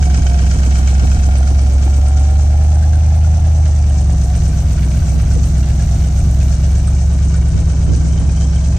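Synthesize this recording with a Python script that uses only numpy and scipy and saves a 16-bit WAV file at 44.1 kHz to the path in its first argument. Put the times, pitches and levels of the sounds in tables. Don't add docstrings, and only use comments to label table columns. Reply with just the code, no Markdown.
import sys
import numpy as np
from scipy import signal
from scipy.fft import rfft, irfft, next_fast_len
from scipy.io import wavfile
from scipy.ndimage import map_coordinates

SR = 44100
rng = np.random.default_rng(int(sys.argv[2]) if len(sys.argv) > 2 else 0)


def wav_out(sig):
    wavfile.write(sys.argv[1], SR, np.round(np.clip(np.atleast_2d(sig).T, -1, 1) * 32767).astype(np.int16))


N = 387198


def amp(db):
    return 10 ** (np.asarray(db) / 20)


def unit(x):
    return x / np.sqrt(np.mean(x ** 2) + 1e-20)


def along(points, hz):
    freqs, values = np.transpose(points)
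    return np.interp(np.log(hz + 1), np.log(freqs + 1), values)


def curves(rows):
    times, *columns = np.transpose(rows)
    return [np.interp(np.arange(N) / SR, times, column) for column in columns]


def wobble(rate):
    coarse = np.arange(0, N + 32, 32)
    knots = rng.standard_normal(int(N * rate / SR) + 4)
    return np.interp(np.arange(N), coarse, map_coordinates(knots, [coarse * rate / SR], mode="nearest"))


def filtered(x, response):
    size = next_fast_len(N + SR // 2, real=True)
    return irfft(rfft(x, size) * response(np.fft.rfftfreq(size, 1 / SR)), size)[..., :N]


def coloured(x, spectrum):
    return filtered(x, lambda hz: amp(along(spectrum, hz)))


def resonate(x, spectrum, size=32768):
    cepstrum = irfft(np.log(amp(along(spectrum, np.fft.rfftfreq(size, 1 / SR)))))
    cepstrum[1:size // 2] *= 2
    cepstrum[size // 2 + 1:] = 0
    impulse_response = irfft(np.exp(rfft(cepstrum)))[:size // 2]
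    return unit(signal.fftconvolve(x, impulse_response)[:N])


def ringing(x, modes):
    out = 0
    for hz, db, t60 in modes:
        step, decay = 2 * np.pi * hz / SR, np.exp(-np.log(1000) / (t60 * SR))
        feedback = [1, -2 * decay * np.cos(step), decay ** 2]
        out = out + amp(db) * signal.lfilter([0, np.sin(step)], feedback, x)
    return out


# frequency in Hz, left-right correlation.
COHERENCE = [(60, 0.87), (250, 1), (700, 0.64), (1100, 0.29), (2200, 0.14), (5000, 0.13), (9000, 1)]
def rush(white, spectrum):
    def response(hz):
        spread = np.arccos(np.clip(along(COHERENCE, hz), -1, 1)) / 2
        return amp(along(spectrum, hz)) * [np.cos(spread), np.sin(spread)]
    mid, side = filtered(white, response)
    return unit(np.array([mid + side, mid - side]))


# time in seconds, firing rate in Hz.
SPEED = [(0.0, 68.8), (0.22, 65.15), (1.4, 67.23), (1.5, 69.01), (1.68, 67.36), (2.46, 72.49),
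         (2.64, 74.82), (3.08, 77.44), (3.52, 78.02), (4.18, 67.35), (4.92, 64.65), (5.36, 66.58),
         (5.94, 64.49), (6.12, 66.46), (7.04, 69.07), (7.78, 66.68), (8.78, 67.93)]
def firing_count():
    return np.cumsum(curves(SPEED)[0]) / SR - .95


def accents(count, table, scatter, flutter_db, depth=1, hop=8):
    crank_deg = count[::hop] * 90
    level_db = flutter_db * wobble(380)[::hop]
    for centre, width, db in table:
        cycle, offset = np.divmod(crank_deg - centre + 1080, 720)
        offset = offset - 360
        strength = 1 + scatter * rng.uniform(-1, 1, size=128)
        shape = np.exp(-.5 * (offset / width / np.where(offset < 0, .7, 1.2)) ** 2)
        level_db = level_db + db * strength[cycle.astype(int)] * shape
    return unit(np.interp(np.arange(N), np.arange(0, N, hop), amp(level_db))) ** depth


def cyclic_noise(count, repeat, size=5000):
    position = count / 8 % 1 * size
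    patterns = rng.standard_normal((2, size))
    locked = np.array([np.interp(position, np.arange(size), row) for row in patterns])
    return np.sqrt(repeat) * unit(locked) + np.sqrt(1 - repeat) * rng.standard_normal((2, N))


# time in seconds, then weights of about 0 to 1 for being
WALK = [(0, 0.76, 0.14, 0.13), (1.0, 0.76, 0, 0.17), (1.8, 0.41, 0, 0.1), (3.7, 0.07, 0.44, 0.18),
        (4.1, 0, 0.96, 0.6), (4.501, 0.06, 0.78, 1), (6.4, 0.04, 0.81, 0.91), (7.1, 0, 0.91, 0.4),
        (7.6, 0, 1.02, 0), (8.78, 0.07, 0.89, 0)]
def level(layer_db, idle_hz=67, revved_hz=78):
    idle_db, *place_db, revved_db = layer_db
    revved = (curves(SPEED)[0] - idle_hz) / (revved_hz - idle_hz)
    return idle_db + np.dot(place_db, curves(WALK)) + revved_db * revved


def from_the_side(pair, lead_s, louder_db):
    close = curves(WALK)[0]
    shift = close * lead_s * SR / 2
    ports = []
    for port, sign in zip(pair, (-1, 1)):
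        shifted = map_coordinates(port, [np.arange(N) + sign * shift], order=3, mode="nearest")
        ports.append(amp(sign * close * louder_db / 2) * shifted)
    return np.array(ports)


# frequency in Hz, relative density in dB.
WIND_SPECTRUM = [(10, -4.5), (30, -4), (90, 8), (200, -1), (450, -14.5), (700, -29.5), (1500, -39.5),
                 (5000, -67.5)]
# centre in seconds, width in seconds, left level in dB, right level in dB.
PUFFS = [(1.037, 0.013, -42, -16), (5.15, 0.029, -32.5, -18.5), (5.372, 0.03, -41, -20),
         (7.565, 0.025, -15.5, -47), (7.88, 0.0042, -7, -20.5), (7.922, 0.026, -31.5, -11),
         (8.059, 0.042, -29, -19), (8.24, 0.041, -30, -23.5)]
def wind(breeze_db):
    t = np.arange(N) / SR
    force = amp(breeze_db + 0.78 * wobble(5.3))
    for s, width, left_db, right_db in PUFFS:
        force = force + amp([[left_db], [right_db]]) * np.exp(-.5 * ((t - s) / width) ** 2)
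    return force * unit(coloured(rng.standard_normal((2, N)), WIND_SPECTRUM))


def tock(at_s, ring_hz, t60, level_db):
    out, t = np.zeros(N), np.arange(SR // 8) / SR
    envelope = amp(level_db - 60 * t / t60) * (1 - np.exp(-t * ring_hz / 2))
    out[round(at_s * SR):][:len(t)] = envelope * np.sin(2 * np.pi * ring_hz * t)
    return out * amp([[-20], [0]])


# start in seconds, relative peak in dB, frequency in Hz.
PINGS = [(2.756, -35, 1540), (2.825, -33, 1530), (2.838, -35, 1660), (2.931, -32, 1605), (2.953, -33, 1530),
         (3.246, -33, 1440), (3.445, -36, 1660), (4.775, -34, 1470), (5.021, -33, 1510),
         (5.311, -30.5, 1520), (5.585, -38, 1480), (5.631, -36, 2800), (5.795, -32, 1670),
         (6.412, -34, 2550), (6.879, -32.5, 1260), (7.345, -30, 1480), (8.135, -38.5, 3130),
         (8.18, -38, 3140), (8.293, -35.5, 2450), (8.373, -34, 3150), (8.404, -36.5, 3140),
         (8.42, -33, 3125), (8.444, -37, 3190), (8.51, -32.5, 5550), (8.533, -34.5, 1520),
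         (8.563, -34.5, 3140), (8.639, -40.5, 3180)]
def metal_pings(t60, gain_db):
    out, t = np.zeros(N + SR), np.arange(SR // 8) / SR
    for s, db, hz in PINGS:
        out[round(s * SR):][:len(t)] += amp(db + gain_db - 60 * t / t60) * np.sin(2 * np.pi * hz * t)
    return out[:N]


# delay in seconds, gain relative to the direct sound.
WALLS = [(.0013, .15), (.0022, .18), (.0031, .19), (.0043, .18), (.0058, .17), (.0081, .15)]
def truck_bed(pair, drift_s=.00011):
    n = np.arange(N)
    echoes = np.zeros_like(pair)
    for port, echo in zip(pair, echoes):
        for delay_s, gain in WALLS:
            echo += gain * np.interp(n - (delay_s + drift_s * wobble(0.95)) * SR, n, port)
    return (pair + echoes) / np.sqrt(1 + sum(gain ** 2 for _, gain in WALLS))


# frequency in Hz, relative density in dB. Then its level set.
FIZZ_SPECTRUM, FIZZ_DB = [(8000, -19.5), (10500, 2), (11500, -12.5), (12500, 3), (14000, 2.5), (14700, 0.5),
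                          (16000, -11.5)], (-58, 3.5, -8.5, 14.5, 0)
def fizz():
    flicker_db = 2.6 * wobble(40)
    return amp(level(FIZZ_DB) + flicker_db) * unit(coloured(rng.standard_normal(N), FIZZ_SPECTRUM))


# start in seconds, relative peak in dB, frequency in Hz.
SQUEAKS = [(4.3539, -25, 8370), (5.3292, -28.5, 8670), (6.1847, -33, 8300), (6.8672, -21.5, 8280),
           (7.3581, -34, 8030)]
def belt_squeaks(length_s, gain_db):
    out, t = np.zeros(N + SR), np.arange(int(length_s * SR)) / SR
    swell = np.sin(np.pi * np.sqrt(t / length_s))
    for s, db, hz in SQUEAKS:
        out[round(s * SR):][:len(t)] += amp(db + gain_db) * swell * np.sin(2 * np.pi * hz * t)
    return out[:N]


WHINE_RATIOS = (10.72, 9.66, 12.2, 8.5)
# time in seconds, then the relative level of each whine in dB.
WHINE_LEVELS = [(0, -39, -52, -56, -56), (.45, -37, -50, -52, -56), (.7, -49, -49, -54, -56),
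                (1.05, -38.5, -44, -48, -56), (1.4, -42, -46, -54, -54), (1.75, -49, -50, -56, -44),
                (1.95, -38, -50, -56, -45), (2.25, -37, -48, -56, -46), (2.45, -43, -47, -56, -47),
                (2.7, -42, -44, -56, -48), (3.1, -52, -42, -58, -50), (3.7, -46, -48, -58, -50),
                (4.4, -41.5, -49, -52, -52), (4.8, -52, -47, -52, -52), (5.9, -45, -50, -46, -54),
                (6.4, -54, -46, -54, -56), (7.2, -58, -51, -60, -56), (7.7, -58, -47, -55, -50),
                (8.78, -57, -48.5, -52, -54)]
def belt_whine(waver_rad=.75, waver_db=3):
    phase = 2 * np.pi * np.cumsum(curves(SPEED)[0]) / SR
    tones = sum(amp(db + waver_db * wobble(24)) * np.sin(ratio * phase + waver_rad * wobble(30))
                for ratio, db in zip(WHINE_RATIOS, curves(WHINE_LEVELS)))
    return np.sqrt(2) * tones


# frequency in Hz, relative density in dB.
HISS_LEFT, HISS_RIGHT = [(2500, -56), (4000, -5.5), (4900, -3.5), (5400, 0.5), (6200, 6), (6900, -2),
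                         (7500, -3), (8400, -17), (9300, -45), (10500, -51), (16000, -71)], [(2500, -37.5), (4200, -24), (5800, -4.5), (6500, -3),
                                            (7300, -1.5), (8500, -2.5), (9300, -11.5), (10200, -28),
                                            (11500, -43), (16000, -43.5)]
# crank angle in degrees, width in degrees, accent in dB. Then its level set.
SURGES, HISS_DB = [(80.5, 69, 4.2), (256, 60, 2.9), (494, 60, 2.7)], (-41, 3.5, 0.64, 0, -2)
def valve_hiss(count, correlation=.35):
    left, other = cyclic_noise(count, repeat=0.053)
    right = correlation * left + np.sqrt(1 - correlation ** 2) * other
    ports = unit(np.array([coloured(left, HISS_LEFT), coloured(right, HISS_RIGHT)]))
    surges = accents(count, SURGES, scatter=.5, flutter_db=2)
    return amp(level(HISS_DB) + 2 + 1.4 * wobble(12)) * surges * ports


# frequency in Hz, relative density in dB.
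CHIRP_SPECTRUM = [(5500, -47.5), (7400, -4), (8200, 8), (8700, 8), (9300, 3), (10200, -20), (16000, -47)]
# crank angle in degrees, width in degrees, accent in dB.
CHIRPS = [(95, 19, 2.1), (245, 43, 8.8)]
def chirp(count):
    swells = accents(count, CHIRPS, scatter=0.47, flutter_db=2.5)
    return amp(level(HISS_DB) - 4) * swells * rush(cyclic_noise(count, repeat=0.78), CHIRP_SPECTRUM)


# frequency in Hz, relative level in dB, 60 dB decay time in seconds.
COVER_MODES = [(1400, -8, .022), (1660, -3, .022), (1950, -10, .018), (2280, -2, .028), (2420, -1.5, .028),
               (2570, -5, .025), (2850, -4, .025), (3060, -3, .024), (4620, -5, .022), (5320, -4, .022)]
def valve_ticks(count, force, scatter_db, rise_s=.0008):
    valve = np.arange(2 * int(count[-1]))
    closing = valve / 2 + 0.0811 * rng.standard_normal(len(valve))
    onsets = np.interp(closing, count, np.arange(N)).astype(int)
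    t = np.arange(SR // 50) / SR
    hz, db, t60 = np.transpose(COVER_MODES)
    envelopes = amp(db[:, None] - 60 * t / t60[:, None]) * (1 - np.exp(-t / rise_s))
    modes = envelopes * np.sin(2 * np.pi * hz[:, None] * t)
    blow = np.sqrt(force[onsets]) * amp(scatter_db * rng.uniform(-1, 1, len(valve)))
    per_port = rng.uniform(-1, 1, (2, len(valve), len(hz)))
    shared = rng.uniform(-1, 1, (len(valve), len(hz)))
    rings = blow[:, None] * ((per_port + shared) @ modes)
    samples = (onsets[:, None] + np.arange(len(t))).ravel()
    return unit(np.array([np.bincount(samples, port.ravel(), N)[:N] for port in rings]))


# frequency in Hz, relative density in dB.
CLATTER_SPECTRUM = [(400, -33), (900, -3.5), (1250, 3.5), (1540, 2.5), (1900, 3), (2150, 2.5), (2380, -2),
                    (2750, 1), (3100, -1.5), (3650, 0), (5000, -3), (7500, -20), (10000, -49),
                    (16000, -62.5)]
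# crank angle in degrees, width in degrees, accent in dB. Then its level set.
CLACKS, CLATTER_DB = [(108, 95, 3.9), (256, 450, 2.7), (590, 35, 3.8)], (-44, 4.5, -1, 1.2, -2)
def valve_clatter(count):
    clatter_db = level(CLATTER_DB)
    force = accents(count, CLACKS, scatter=0.4, flutter_db=2)
    rattle = force * amp(clatter_db + 1.6) * rush(cyclic_noise(count, repeat=0.18), CLATTER_SPECTRUM)
    return rattle + amp(clatter_db - 6) * valve_ticks(count, force, scatter_db=10)


# time in seconds, frequency in Hz, level in dB.
HOLLOW_TONE = [(0, 1545, -48), (.35, 1530, -41), (.65, 1515, -40.5), (.8, 1455, -39), (1.4, 1415, -43),
               (1.7, 1395, -53), (2.1, 1375, -50), (2.5, 1520, -57), (2.9, 1570, -54), (3.6, 1560, -56),
               (4.2, 1540, -57), (4.8, 1500, -49), (5.4, 1510, -53), (8.78, 1520, -54)]
def hollow_tone(blows, t60=.055):
    hz, tone_db = curves(HOLLOW_TONE)
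    phase = 2 * np.pi * np.cumsum(hz) / SR
    decay = np.exp(-np.log(1000) / (t60 * SR))
    in_phase, quadrature = signal.lfilter([1], [1, -decay], blows * rng.standard_normal((2, N)))
    return amp(tone_db) * unit(in_phase * np.cos(phase) + quadrature * np.sin(phase))


# frequency in Hz, relative density in dB.
TAP_SPECTRUM = [(700, -26.5), (1200, -19.5), (1500, 11), (1900, -21), (2380, -9.5), (2700, -10),
                (3080, -4.5), (3700, -24), (4700, -1.5), (6500, 2.5), (8000, -13), (10500, -51.5)]
# crank angle in degrees, width in degrees, accent in dB. Then their level set.
TAPS, LIFTER_DB = [(84, 26, 22), (262, 22, 17), (365, 24, 12), (535, 22, 19), (712, 14, 13)], (-53.5, 23.5, 6.5, -10.5, -2.5)
def lifters(count, ring_share=.45):
    blows = accents(count, TAPS, scatter=0.12, flutter_db=1.8)
    tap = blows * rush(cyclic_noise(count, repeat=0.2), TAP_SPECTRUM)
    ring = unit(ringing(blows * cyclic_noise(count, repeat=0.11), COVER_MODES))
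    tapping = np.sqrt(1 - ring_share) * tap + np.sqrt(ring_share) * ring
    return amp(level(LIFTER_DB)) * tapping + hollow_tone(blows ** 0.4)


# frequency in Hz, relative density in dB.
BLOCK_LOW, BLOCK_HIGH = [(300, -34), (520, -3.5), (620, 5.5), (700, 5), (800, -10), (950, -17.5),
                         (1300, -12), (3000, -63.5)], [(400, -54), (640, -17.5), (730, 5.5), (830, 0.5), (920, -15),
                                        (1050, -26), (1400, -39.5), (3000, -70.5)]
BLOCK_LOW_DB, BLOCK_HIGH_DB = (-41.5, 3, -2.5, 3, 3.5), (-46, 10, -2.5, 1.5, 5.5)
# crank angle in degrees, width in degrees, relative accent in dB.
KNOCKS = [(68, 13, 8.5), (158, 16, 4.5), (243, 14, 6), (328, 16, 7), (413, 14, 9.5), (515, 18, 4),
          (600, 12, 4.5), (685, 12, 4.5)]
def block(count, smoothing=.5):
    behind = curves(WALK)[1]
    blows = accents(count, KNOCKS, scatter=.22, flutter_db=1.1, depth=1 - smoothing * behind)
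    low = amp(level(BLOCK_LOW_DB)) * rush(cyclic_noise(count, repeat=0.36), BLOCK_LOW)
    high = amp(level(BLOCK_HIGH_DB)) * rush(cyclic_noise(count, repeat=0.25), BLOCK_HIGH)
    return blows * (low + high) + blows ** .85 * belt_whine() * amp([[-1], [0]])


# frequency in Hz, relative level in dB, 60 dB decay time in seconds.
BLOCK_MODES = [(660, -5.5, 0.02), (720, -1.5, 0.025), (825, -13, 0.013), (1570, -8, .015)]
# start in seconds, relative strength in dB.
HARD_KNOCKS = [(0.6, -27), (0.673, -22.5), (1.022, -32), (1.289, -16.5), (1.408, -22), (1.877, -21),
               (1.993, -32), (2.108, -19.5), (2.168, -20), (2.445, -28.5), (2.541, -33.5), (2.611, -23),
               (2.648, -19.5), (2.718, -25.5), (2.822, -28), (2.978, -24.5), (3.033, -21), (3.185, -32),
               (3.275, -25), (3.341, -20), (3.39, -28.5), (3.481, -22.5), (3.908, -23), (4.097, -22)]
def hard_knocks(gain_db, crack_db):
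    blows, t = np.zeros(N), np.arange(SR // 100) / SR
    for s, db in HARD_KNOCKS:
        blows[round(s * SR)] = amp(db + gain_db)
    envelope = np.convolve(blows, amp(-60 * t / t[-1]))[:N]
    crack = envelope * rush(rng.standard_normal((2, N)), CLATTER_SPECTRUM)
    return ringing(blows, BLOCK_MODES) + amp(crack_db) * crack


DRONE_ORDERS = (14, 15, 16, 19, 22, 24, 27, 42)
# a tone's level at idle in dB, then its change in dB close to the engine,
# behind the tailgate, in line with the radiator and when revved.
DRONE_LEVELS = [(-41.5, 9, 6.5, 4.5, -10.5), (-44, 4, 3.5, -6.5, 4.5), (-48.5, -13.5, 9, 3, 12),
                (-38.5, 16.5, 18, 0.5, -3), (-48, -6, 0, -3, 5), (-39.5, 3.5, 3, -2, -14),
                (-37, 0, -11, 9, -12), (-55.5, 8.5, 4, 5, -9)]
def drone(count):
    phase = 2 * np.pi * count / 8
    tones = sum(amp(level(layer_db)) * np.sin(order * phase)
                for order, layer_db in zip(DRONE_ORDERS, DRONE_LEVELS))
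    return amp(0.96 * wobble(15)) * np.sqrt(2) * tones


# frequency in Hz, relative density in dB. Then its level set.
RASP_SPECTRUM, RASP_DB = [(50, -27), (110, -2.5), (160, 2.5), (215, 8), (280, 3.5), (320, 0), (360, -2.5),
                          (470, -6.5), (700, -10.5), (1200, -13.5), (3000, -71.5)], (-31.5, 1, -1, -2.5, -4)
# crank angle in degrees, width in degrees, relative accent in dB.
LOPE = [(105, 28, 4), (335, 55, 10), (535, 20, 6), (605, 28, 5)]
def exhaust_rasp(count, smoothing=.65):
    behind = curves(WALK)[1]
    lope = accents(count, LOPE, scatter=.2, flutter_db=1, depth=1 - smoothing * behind)
    flutter = amp(1.5 * wobble(45))
    gas = rush(cyclic_noise(count, repeat=0.5), RASP_SPECTRUM)
    return amp(level(RASP_DB)) * unit(lope * flutter * gas)


STRENGTH, UNSTEADINESS, BANK = [1.13, 1.16, 1.1, 1.24, 1.2, 1.26, 1.4, 1.14], [2, 0.34, 0.63, 1.3, 2.33, 1.1, .5, 2.1], [1, -1, -1, 1, -1, 1, 1, -1]
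# time in seconds, relative scatter of the firing strength.
BURN_SCATTER = [(0, .065), (1.7, .06), (2.8, .035), (3.8, .045), (4.4, .115), (8.78, .11)]
# time in seconds, strength left to the nearest firing.
MISFIRES = [(.193, 0), (.56, .05), (.801, 0.7), (1.163, 0), (3.386, 0.1), (4.028, 0.9), (4.382, 0),
            (4.624, 0.3), (4.746, .05), (4.993, 0.17), (5.237, 0.2), (5.478, 0.2), (5.661, 0.15),
            (5.844, 0.04), (5.968, 0.4), (6.21, 0), (6.568, 0.3), (6.802, 0.5), (7.504, 0.26), (7.623, 0),
            (7.862, 0.4), (8.22, 0.3)]
# frequency in Hz, relative gain in dB.
BOOM_SPECTRUM, BURBLE_SPECTRUM = [(4, -75.5), (12, -30.5), (25, 8), (42, -3), (70, 5), (92, 6.5),
                                  (132, -21.5), (157, -13), (178, -20), (200, -29.5), (300, -49.5),
                                  (600, -49), (1500, -110)], [(12, -36.5), (25, -32), (42, 8), (60, 0.5), (76, 0.5),
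                                                (92, -3.5), (110, 7.5), (135, 3), (160, -2), (180, -10),
                                                (205, -19.5), (230, -14.5), (265, -26.5), (400, -31.5),
                                                (1500, -84.5)]
BOOM_DB, BURBLE_DB = (-10, 1.2, -1.78, .5, -1), (-21.5, -2.2, 0.9, 3, 1)
def exhaust_pulses(count, jitter_s_per_scatter, weak_cylinder=4, part_burn_chance=.1, part_burn=.94):
    firing = np.arange(-1, int(count[-1]))
    times = np.interp(firing, count, np.arange(N) / SR)
    scatter = np.interp(times, *np.transpose(BURN_SCATTER)) * np.take(UNSTEADINESS, firing, mode="wrap")
    burn_error, timing_error, bank_error = scatter * rng.standard_normal((len(firing), 3)).T
    strength = np.take(STRENGTH, firing, mode="wrap") * (1 + burn_error)
    weak = firing % len(STRENGTH) == weak_cylinder
    strength[weak & (rng.random(len(firing)) < part_burn_chance)] = part_burn
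    for s, remaining in MISFIRES:
        strength[np.argmin(abs(times - s))] = remaining
    times = times + jitter_s_per_scatter * timing_error
    onsets = np.clip(np.round(times * SR).astype(int), 0, N - 1)
    banks = np.take(BANK, firing, mode="wrap") * strength * (1 + 1.3 * bank_error)
    boom = resonate(np.bincount(onsets, -strength, N), BOOM_SPECTRUM)
    burble = resonate(np.bincount(onsets, banks, N), BURBLE_SPECTRUM)
    return amp(level(BOOM_DB)) * boom + amp(level(BURBLE_DB)) * burble


def scene():
    count = firing_count()
    rumble = exhaust_pulses(count, jitter_s_per_scatter=0.004) + exhaust_rasp(count) + drone(count)
    knocks = block(count) + hard_knocks(gain_db=-5.5, crack_db=-13.5)
    valves = valve_clatter(count) + valve_hiss(count)
    treble = chirp(count) + fizz() + belt_squeaks(length_s=0.032, gain_db=-6.5)
    machinery = valves + treble * amp([[-18], [0]]) + lifters(count)
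    engine = rumble * amp([[-.12], [.12]]) + knocks + truck_bed(machinery)
    return (from_the_side(engine, lead_s=.00036, louder_db=1.4)
            + metal_pings(t60=0.057, gain_db=-0.5)
            + wind(breeze_db=-33.5)
            + tock(at_s=5.361, ring_hz=480, t60=0.053, level_db=-8.5))


def record(dry):
    ceiling, top_hz = .7, 15800
    rounded = dry / (1 + (dry / ceiling) ** 8) ** (1 / 8)
    return filtered(rounded, lambda hz: hz < top_hz)


dry = scene()
out = record(dry)
wav_out(out)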